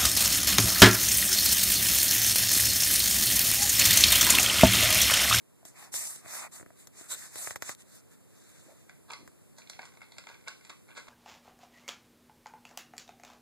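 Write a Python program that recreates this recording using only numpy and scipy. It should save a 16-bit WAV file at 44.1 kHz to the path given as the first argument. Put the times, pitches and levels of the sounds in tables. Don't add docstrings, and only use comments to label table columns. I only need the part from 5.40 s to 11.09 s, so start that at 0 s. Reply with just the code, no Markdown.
import sys
import numpy as np
from scipy import signal
from scipy.fft import rfft, irfft
from scipy.io import wavfile

SR = 44100
rng = np.random.default_rng(int(sys.argv[2]) if len(sys.argv) > 2 else 0)


def persist_wave(psi):
    counts = np.round(np.clip(psi, -1, 1) * 32767).astype(np.int16)
    wavfile.write(sys.argv[1], SR, np.atleast_2d(counts).T)


N = 250929
T = np.arange(N) / SR
TOP_HZ = 14100

# f/Hz, width/Hz, relative level/dB
CRUNCH_MODES = [(650, 170, -2.5), (1110, 175, 4.5), (1500, 240, 5), (2115, 190, 7.5)]
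# f/Hz, relative level/dB
CRACK_SPECTRUM = [(1200, -76), (2200, -0.5), (3000, 0.5), (3900, 5), (5200, 2), (6300, 3.5), (8500, -1.5),
                  (10500, -13), (14000, -21)]


def crunches(split_s=0.0014, crumb_s=0.028, crumbs_per_s=1600, strain_s=0.009, chunky_db=2.5,
             detune=0.036, uneven_db=2.5, size=6144):
    # t/s, hollow ring/dB, mouth resonance f/Hz, crack/dB,
    # crispness/(dB per octave), crumbling/dB re the split
    bites = [(3.494, -49.5, 1850, -54.5, -1, -7), (3.705, -37, 1150, -43, -2, 4),
             (3.717, -51, 1060, -45, 22, -9), (3.7331, -42.5, 2270, -40.5, -4, -22),
             (4.183, -49.5, 955, -45.5, 9, -1.5), (4.218, -62, 2000, -54, -21, -8),
             (4.272, -72, 2100, -53, -9, -8), (4.297, -47.5, 2100, -39, 9.5, -25),
             (4.3314, -54, 1920, -50.5, -11, -1), (4.391, -38.5, 1330, -54, 9, -24),
             (4.417, -50, 1200, -48, -4, 0), (4.4296, -48, 1110, -61, -2, -23),
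             (4.4523, -52, 1110, -47.5, 6, 0), (4.6158, -46, 1940, -59, 9, -8),
             (4.629, -55.5, 1146, -55, -6, 2), (4.7197, -54, 1680, -50, -1.5, -7),
             (4.7823, -44.5, 1500, -42, 4, -13), (4.8689, -45, 2100, -49.5, -8, -16),
             (4.888, -51.5, 1500, -48.5, -3, 10), (4.8988, -46.5, 1260, -54.5, 4, 4),
             (4.9413, -63, 1730, -54, -10, -5), (5.0743, -40.5, 1100, -45.5, -12, -3),
             (5.0806, -40, 1400, -37.5, 3, -13), (5.2486, -53.5, 2200, -49, 0, -4),
             (5.2952, -47.5, 1950, -45.5, 2, -7.5), (5.301, -43, 1210, -48, 0, -27),
             (5.5052, -52, 1330, -54.5, -9, 6), (5.568, -45, 1610, -43.5, -4.5, 3),
             (5.5768, -40, 1490, -44, 6, 0), (5.682, -45, 1200, -51, -5, 2.5)]
    accent_peak_db, accent_octaves = 8, 0.35
    crack_pivot_hz = 5530
    lead_s = .024
    out = np.zeros((1, N))
    t = T[:size] - lead_s
    crack_hz, crack_shape_db = np.transpose(CRACK_SPECTRUM)
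    hz, width, mode_db = np.transpose(CRUNCH_MODES)
    split_swell = np.maximum(t, 0) * np.exp(-abs(t) / split_s)
    crumbling = np.exp(np.minimum(t / strain_s, -t / crumb_s))
    for s, ring_db, mouth_hz, crack_db, crisp_db, crumb_db in bites:
        split, crumb, chunk = rng.standard_normal((3, size))
        crumb *= undb(chunky_db * chunk * (t > 0))
        crumb *= rng.random(size) < crumbs_per_s / SR
        octaves_off = np.log2(hz / mouth_hz)
        accent_db = accent_peak_db * np.exp(-(octaves_off / accent_octaves) ** 2)
        crisp_octaves = np.log2(np.clip(crack_hz / crack_pivot_hz, .5, 1.4))
        crack_dbs = crack_shape_db + crisp_db * crisp_octaves
        hollow, crack = 0, 0
        for force, share in (split * split_swell, 1), (crumb * crumbling, undb(crumb_db)):
            shift, strength = rng.standard_normal((2, len(hz)))
            mode_dbs = mode_db + accent_db + uneven_db * strength
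            pellet = modes(zip(hz * (1 + detune * shift), width, mode_dbs))
            uneven_dbs = crack_dbs + uneven_db * rng.standard_normal(len(crack_hz))
            hollow += share * unit(ring(force, pellet))
            crack += share * unit(ring(force, colour(list(zip(crack_hz, uneven_dbs)))))
        add(out, s - lead_s, blow(hollow, ring_db) + blow(crack, crack_db))
    return out


def chewing(start_s=4.15, hollow_db=-62, crack_db=-66, snap_s=.0015):
    crumbs_per_s, spread_db = 22, 3
    snaps = (rng.random(N) < crumbs_per_s / SR) * (T > start_s)
    sizes = undb(spread_db * rng.standard_normal((2, N)))
    force = ring(snaps * sizes, blow(T * np.exp(-T / snap_s), 0))
    hollow, crack = force * rng.standard_normal((2, N))
    hollow = undb(hollow_db) * ring(hollow, modes(CRUNCH_MODES))
    return hollow + undb(crack_db) * ring(crack, colour(CRACK_SPECTRUM))


def room(x, wet_db=-3, early_db=-7, early_s=0.0064, port_hz=4500, size=22050):
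    # f/Hz, time to fall by 60 dB/s
    room_decay = [(500, 0.24), (1300, 0.3), (6000, 0.4)]
    t, tail = T[:size], 0
    hz = np.fft.rfftfreq(size, 1 / SR)
    noise = rfft(rng.standard_normal((2, size)))
    centres, t60 = np.transpose(room_decay)
    for share, decay in zip(np.eye(len(t60)), t60):
        band = np.interp(np.log(hz + 1), np.log(centres), share)
        tail = tail + irfft(noise * band) * 1000 ** (-t / decay)
    early = rng.standard_normal((2, size)) * np.exp(-t / early_s) * (t > .001)
    echoes = undb(wet_db) * unit(tail * (t > .005)) + undb(early_db) * unit(early)
    likeness = np.sinc(hz / port_hz)
    mid_side = np.sqrt(np.array([1 + likeness, 1 - likeness]) / 2)
    response = irfft(rfft(echoes) * mid_side)
    response[0, 0] += 1
    return ring(x, response)


def eating_at_ports():
    # f/Hz, relative level/dB
    port_mismatch = [(500, 1), (1200, 0.5), (2200, 11), (3300, 1.5), (6000, 6.2), (12000, 1)]
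    mismatch_db = -6.5
    eating = room(crunches() + chewing())
    eating[1] -= ring(eating[0], colour(port_mismatch))[0] * undb(mismatch_db)
    return eating


def rubbing():
    # start t/s, length/s, fastest at this share of the length,
    # hiss/dB and case rustle/dB, both ahead of the skin's and shell's own gains
    strokes = [(0.246, 0.12, 0.033, -44.5, -59), (0.324, 0.19, 0.5, -50, -52),
               (0.514, 0.36, 0.14, -33.5, -50), (0.54, 0.058, 0.15, -26.5, -60),
               (0.79, 0.29, 0.63, -39, -43), (0.987, 0.1, 0.63, -50, -43.5),
               (1.108, 0.15, 0.18, -44.5, -53.5), (1.332, 0.15, 0.53, -58, -66),
               (1.498, 0.22, 0.56, -50, -56.5), (1.661, 0.1, 0.63, -34, -52),
               (1.699, 0.25, 0.41, -44.5, -55), (1.884, 0.3, 0.5, -38, -48.5),
               (1.952, 0.11, 0.14, -41, -51), (2.154, 0.2, 0.71, -42, -50), (2.358, 0.082, 0.6, -54, -67),
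               (2.381, 0.24, 0.73, -53.5, -61.5), (2.647, 0.12, 0.75, -59.5, -68),
               (2.847, 0.75, 0.38, -60, -65)]
    # f/Hz, relative level/dB in their sum, in their difference
    skin_spectra = [(1100, -21.5, -23), (2000, -5, -2.5), (3410, -45, -7.5), (3445, -6.5, -1),
                    (4980, -7.5, -0.5), (5900, 4, -2.5), (6920, -0.5, 8), (8930, 6.5, 5), (10130, -7.5, 0),
                    (11800, -2, -2.5), (13000, -10, -6)]
    # f/Hz, relative level/dB
    shell = [(2600, 7), (3300, -79), (4500, 5.5), (8000, -2)]
    # f/Hz, width/Hz, level/dB before it wanders
    case_modes = [(342, 280, -15.5), (600, 133, -9), (1243, 650, -3), (1520, 440, -1), (2100, 1730, 1),
                  (2380, 5100, -3.5)]
    # f/Hz, width/Hz, relative level/dB
    rasp_modes = [(1500, 100, -10), (3920, 400, -2), (8040, 490, 6.5), (10400, 700, -16), (13000, 510, -4)]
    hiss_law, rustle_law = 1.67, 1.1
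    firm_db, brightening, pivot_hz = -48, 0.15, 7500
    patchy_db = 1.2
    rasp_start_s, rasp_length_s, rasp_peak, rasp_db = 1.668, 0.094, 0.67, -33

    hiss, rustle_power, rasp_level = np.zeros((2, N)), np.zeros(N), np.zeros(N)
    fine = grains(per_s=9000, spread_db=-1.1) * undb([[2.5], [1.5]])
    skin_hz, *skin_dbs = np.transpose(skin_spectra)
    for start_s, length_s, peak, hiss_db, rustle_db in strokes:
        speed = stroke(length_s, peak)
        bright_db = brightening * (hiss_db - firm_db) * np.log2(skin_hz / pivot_hz)
        tint_db = bright_db + patchy_db * rng.standard_normal(len(skin_hz))
        skin = np.array([colour(list(zip(skin_hz, db + tint_db))) for db in skin_dbs])
        patch = np.roll(fine, rng.integers(N), axis=1)[:, :len(speed)]
        add(hiss, start_s, ring(patch, skin) * undb(hiss_db) * speed ** hiss_law)
        add(rustle_power, start_s, (undb(rustle_db) * speed ** rustle_law) ** 2)

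    slips = ring(grains(per_s=3000, spread_db=0.5), colour(shell)) * undb([[-5.5], [-6.2]])
    rustle = 0
    for k, (hz, width, db) in enumerate(case_modes):
        rustle = rustle + (-1) ** k * ring(slips, modes([(hz, width, 0)])) * undb(db + walk(7.4))

    add(rasp_level, rasp_start_s, undb(rasp_db) * stroke(rasp_length_s, rasp_peak) ** hiss_law)
    rasp = ring(grains(per_s=13000, spread_db=0.0) * stick_slip(), modes(rasp_modes))
    rasp = rasp * undb([[0], [-3]]) * rasp_level
    grip_db = 1.0 * walk(110)
    return (drift(hiss + rustle * np.sqrt(rustle_power)) + rasp) * undb(grip_db)


def stroke(length_s, peak):
    break_loose_s = 0.012
    t = T[:int(length_s * SR)]
    warp = np.log(.5) / np.log(np.clip(peak, .02, .95))
    swing = np.sin(np.pi * (t / length_s) ** warp)
    return swing * (1 - np.exp(-t / break_loose_s))


def stick_slip():
    slips_per_s, jitter = 190, .3
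    slip_share = .55
    rate = slips_per_s * np.exp(jitter * walk(slips_per_s))
    phase = np.cumsum(rate) / SR % 1
    return unit(np.exp(-phase / slip_share)) * np.sqrt(N)


def grains(per_s, spread_db):
    hits = (rng.random((2, N)) < per_s / SR) * rng.choice([-1, 1], (2, N))
    sizes = undb(spread_db * np.minimum(rng.exponential(size=(2, N)), 4))
    return unit(hits * sizes) * np.sqrt(N)


def taps(chatter_db=-8, chatter_s=0.005, tick_s=0.0093, snap_db=-3, bend_s=0.00125, size=2048):
    tap_rows = [(0.23, -68, -72, -68, -60), (0.2532, -52.5, -44, -56, -55.5),
                (.541, -40.5, -32.5, -85, -58), (0.7608, -53, -43.5, -82, -69), (.847, -58, -70, -55, -63),
                (0.8596, -45, -66, -59, -50), (1.198, -47, -70, -71, -69), (1.21, -47.5, -77, -53.5, -56.5),
                (1.228, -48, -75, -53, -61), (1.262, -48.5, -64, -55, -58.5),
                (1.3046, -52, -80, -67, -55.5), (1.4725, -49, -43.5, -88, -70),
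                (1.611, -51.5, -53, -51, -61), (1.9572, -42, -38.5, -52, -86), (2.073, -36, -54, -62, -68),
                (2.108, -38, -37.5, -69, -82), (2.1593, -37, -37, -64, -75), (2.223, -35, -33, -52, -63),
                (2.2933, -36.5, -37, -50, -74), (2.35, -67, -46, -72, -85), (2.4215, -74, -55, -78, -84),
                (3.877, -46, -51, -75, -58)]
    # f/Hz, relative level/dB
    case_knock = [(80, 17.5), (250, -1), (550, 10.5), (900, 6.5), (1400, 7), (2000, 10), (2700, 2),
                  (3400, -11.5), (4500, -22), (8000, -7)]
    # f/Hz, relative level/dB
    tick_spectrum = [(1500, -14), (3000, 8), (4600, 6), (6300, 16), (8200, 12), (11000, 2), (14000, 10)]
    # f/Hz, width/Hz
    thump_modes = [(315, 110), (660, 100)]
    firm_db, brightening = -34.5, 0.35
    out, t = np.zeros((2, N)), T[:size]
    tick = colour(tick_spectrum)
    hz_bins = np.fft.rfftfreq(size, 1 / SR)
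    travel = np.exp(-4j * np.pi * bend_s * np.sqrt(1000 * hz_bins))
    for s, knock_db, tick_db, *thump_dbs in tap_rows:
        chatter, slip = rng.standard_normal((2, 2, size))
        chatter = unit(chatter * np.exp(-t / chatter_s) * (t > .0015))
        push = (t == 0) + undb(chatter_db) * chatter
        case = colour(tilt(case_knock, brightening * (knock_db - firm_db)))
        knock = ring(irfft(rfft(push) * travel), case)
        add(out, s - bend_s / 2, blow(knock, knock_db) * undb([[4.0], [2.5]]))
        for (hz, width), db in zip(thump_modes, thump_dbs):
            add(out, s, blow(modes([(hz, width, 0)]), db) * undb([[6], [-3]]))
        slip_s = tick_s * np.sqrt(undb(knock_db - firm_db))
        snap = undb(snap_db) * (t == 0) + unit(slip * np.exp(-t / slip_s))
        add(out, s - bend_s / 2, blow(ring(snap, tick), tick_db) * undb([[.8], [-.8]]))
    return out


def tilt(points, db_per_octave, pivot_hz=1400):
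    return [(hz, db + db_per_octave * np.log2(np.clip(hz, 250, 4000) / pivot_hz)) for hz, db in points]


def bumps(swell_s=0.019, width_hz=125, size=4096):
    # t/s, level/dB ahead of the port gains, centre f/Hz
    bump_rows = [(3.246, -59.5, 327), (3.276, -60, 620), (3.786, -54, 268), (3.824, -58, 200)]
    out, t = np.zeros((2, N)), T[:size]
    for s, db, hz in bump_rows:
        push = rng.standard_normal((2, size)) * t * np.exp(-t / swell_s)
        add(out, s, blow(ring(push, modes([(hz, width_hz, 0)])), db) * undb([[14], [3]]))
    return out


def microphone_hiss():
    # f/Hz, relative level/dB
    hiss_spectrum = [(40, 6), (70, 4), (120, 4.5), (300, -2), (500, -6), (800, -14.5), (2500, -22.5),
                     (5000, -26), (8000, -17.5), (11000, -20), (14000, -22.5)]
    hiss = ring(rng.standard_normal((2, N)), colour(hiss_spectrum)) * undb([[-55.5], [-55.5]])
    return drift(hiss, depth_db=0.06, rate=18) * undb(np.interp(T, [0, .3], [-3.5, 0]))


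def drift(x, depth_db=2.5, rate=30, count=12):
    size = 2 ** 18
    log_hz = np.log(np.fft.rfftfreq(size, 1 / SR) + 1)
    place = np.interp(log_hz, np.log([500, TOP_HZ]), [0, count - 1])
    spectrum = rfft(x, size)
    out = 0
    for k in range(count):
        band = irfft(spectrum * np.maximum(1 - abs(place - k), 0))[:, :N]
        out = out + band * undb(depth_db * walk(rate))
    return out


def walk(rate):
    knots = rng.standard_normal(4000)
    return np.interp(T * rate, np.arange(len(knots)), knots)


def undb(db):
    return 10 ** (np.asarray(db) / 20)


def unit(x):
    return x / np.sqrt(np.sum(x ** 2, axis=-1, keepdims=True) + 1e-18)


def blow(x, db):
    return unit(x) * undb(db) * np.sqrt(.006 * SR)


def add(track, s, sound):
    i = int(np.clip(s * SR, 0, N - 1))
    track[..., i:i + sound.shape[-1]] += sound[..., :N - i]


def ring(x, response):
    return signal.fftconvolve(np.atleast_2d(x), np.atleast_2d(response), axes=-1)[:, :x.shape[-1]]


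def modes(rows, size=2048):
    t = T[:size]
    out = 0
    for hz, width, db in rows:
        out = out + undb(db) * unit(np.exp(-np.pi * width * t) * np.sin(2 * np.pi * hz * t))
    return unit(out)


def colour(points, size=1024):
    hz, db = np.transpose(points)
    bins_hz = np.arange(size // 2 + 1) * SR / size
    gain = undb(np.interp(np.log(bins_hz + 1), np.log(hz), db))
    cepstrum = irfft(np.log(gain))
    cepstrum[1:size // 2] *= 2
    cepstrum[size // 2 + 1:] = 0
    return unit(irfft(np.exp(rfft(cepstrum))))


def scene():
    mid, side = rubbing() + taps() + eating_at_ports() + bumps() + microphone_hiss()
    return np.array([mid + side, mid - side])


def record(dry, low_hz=100, size=2 ** 18):
    # f/Hz, level/dB
    cross_feed = [(60, -.4), (3300, -.1), (4400, -1.3), (6000, -5.3), (14000, -6.5)]
    cross_lag, right_db = 15, .5
    hz = np.fft.rfftfreq(size, 1 / SR)
    share = undb(np.minimum(np.interp(hz, *np.transpose(cross_feed)), 0))
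    delay = np.exp(-2j * np.pi * hz * cross_lag / SR)
    other = irfft(rfft(dry[::-1], size) * share * delay)[:, :N]
    wide = (dry - other) / 2 * undb([[0], [right_db]])
    wide = signal.sosfilt(signal.butter(2, low_hz, "high", fs=SR, output="sos"), wide)
    return signal.sosfilt(signal.ellip(10, .2, 70, TOP_HZ, fs=SR, output="sos"), wide)


dry = scene()
out = record(dry)
persist_wave(out)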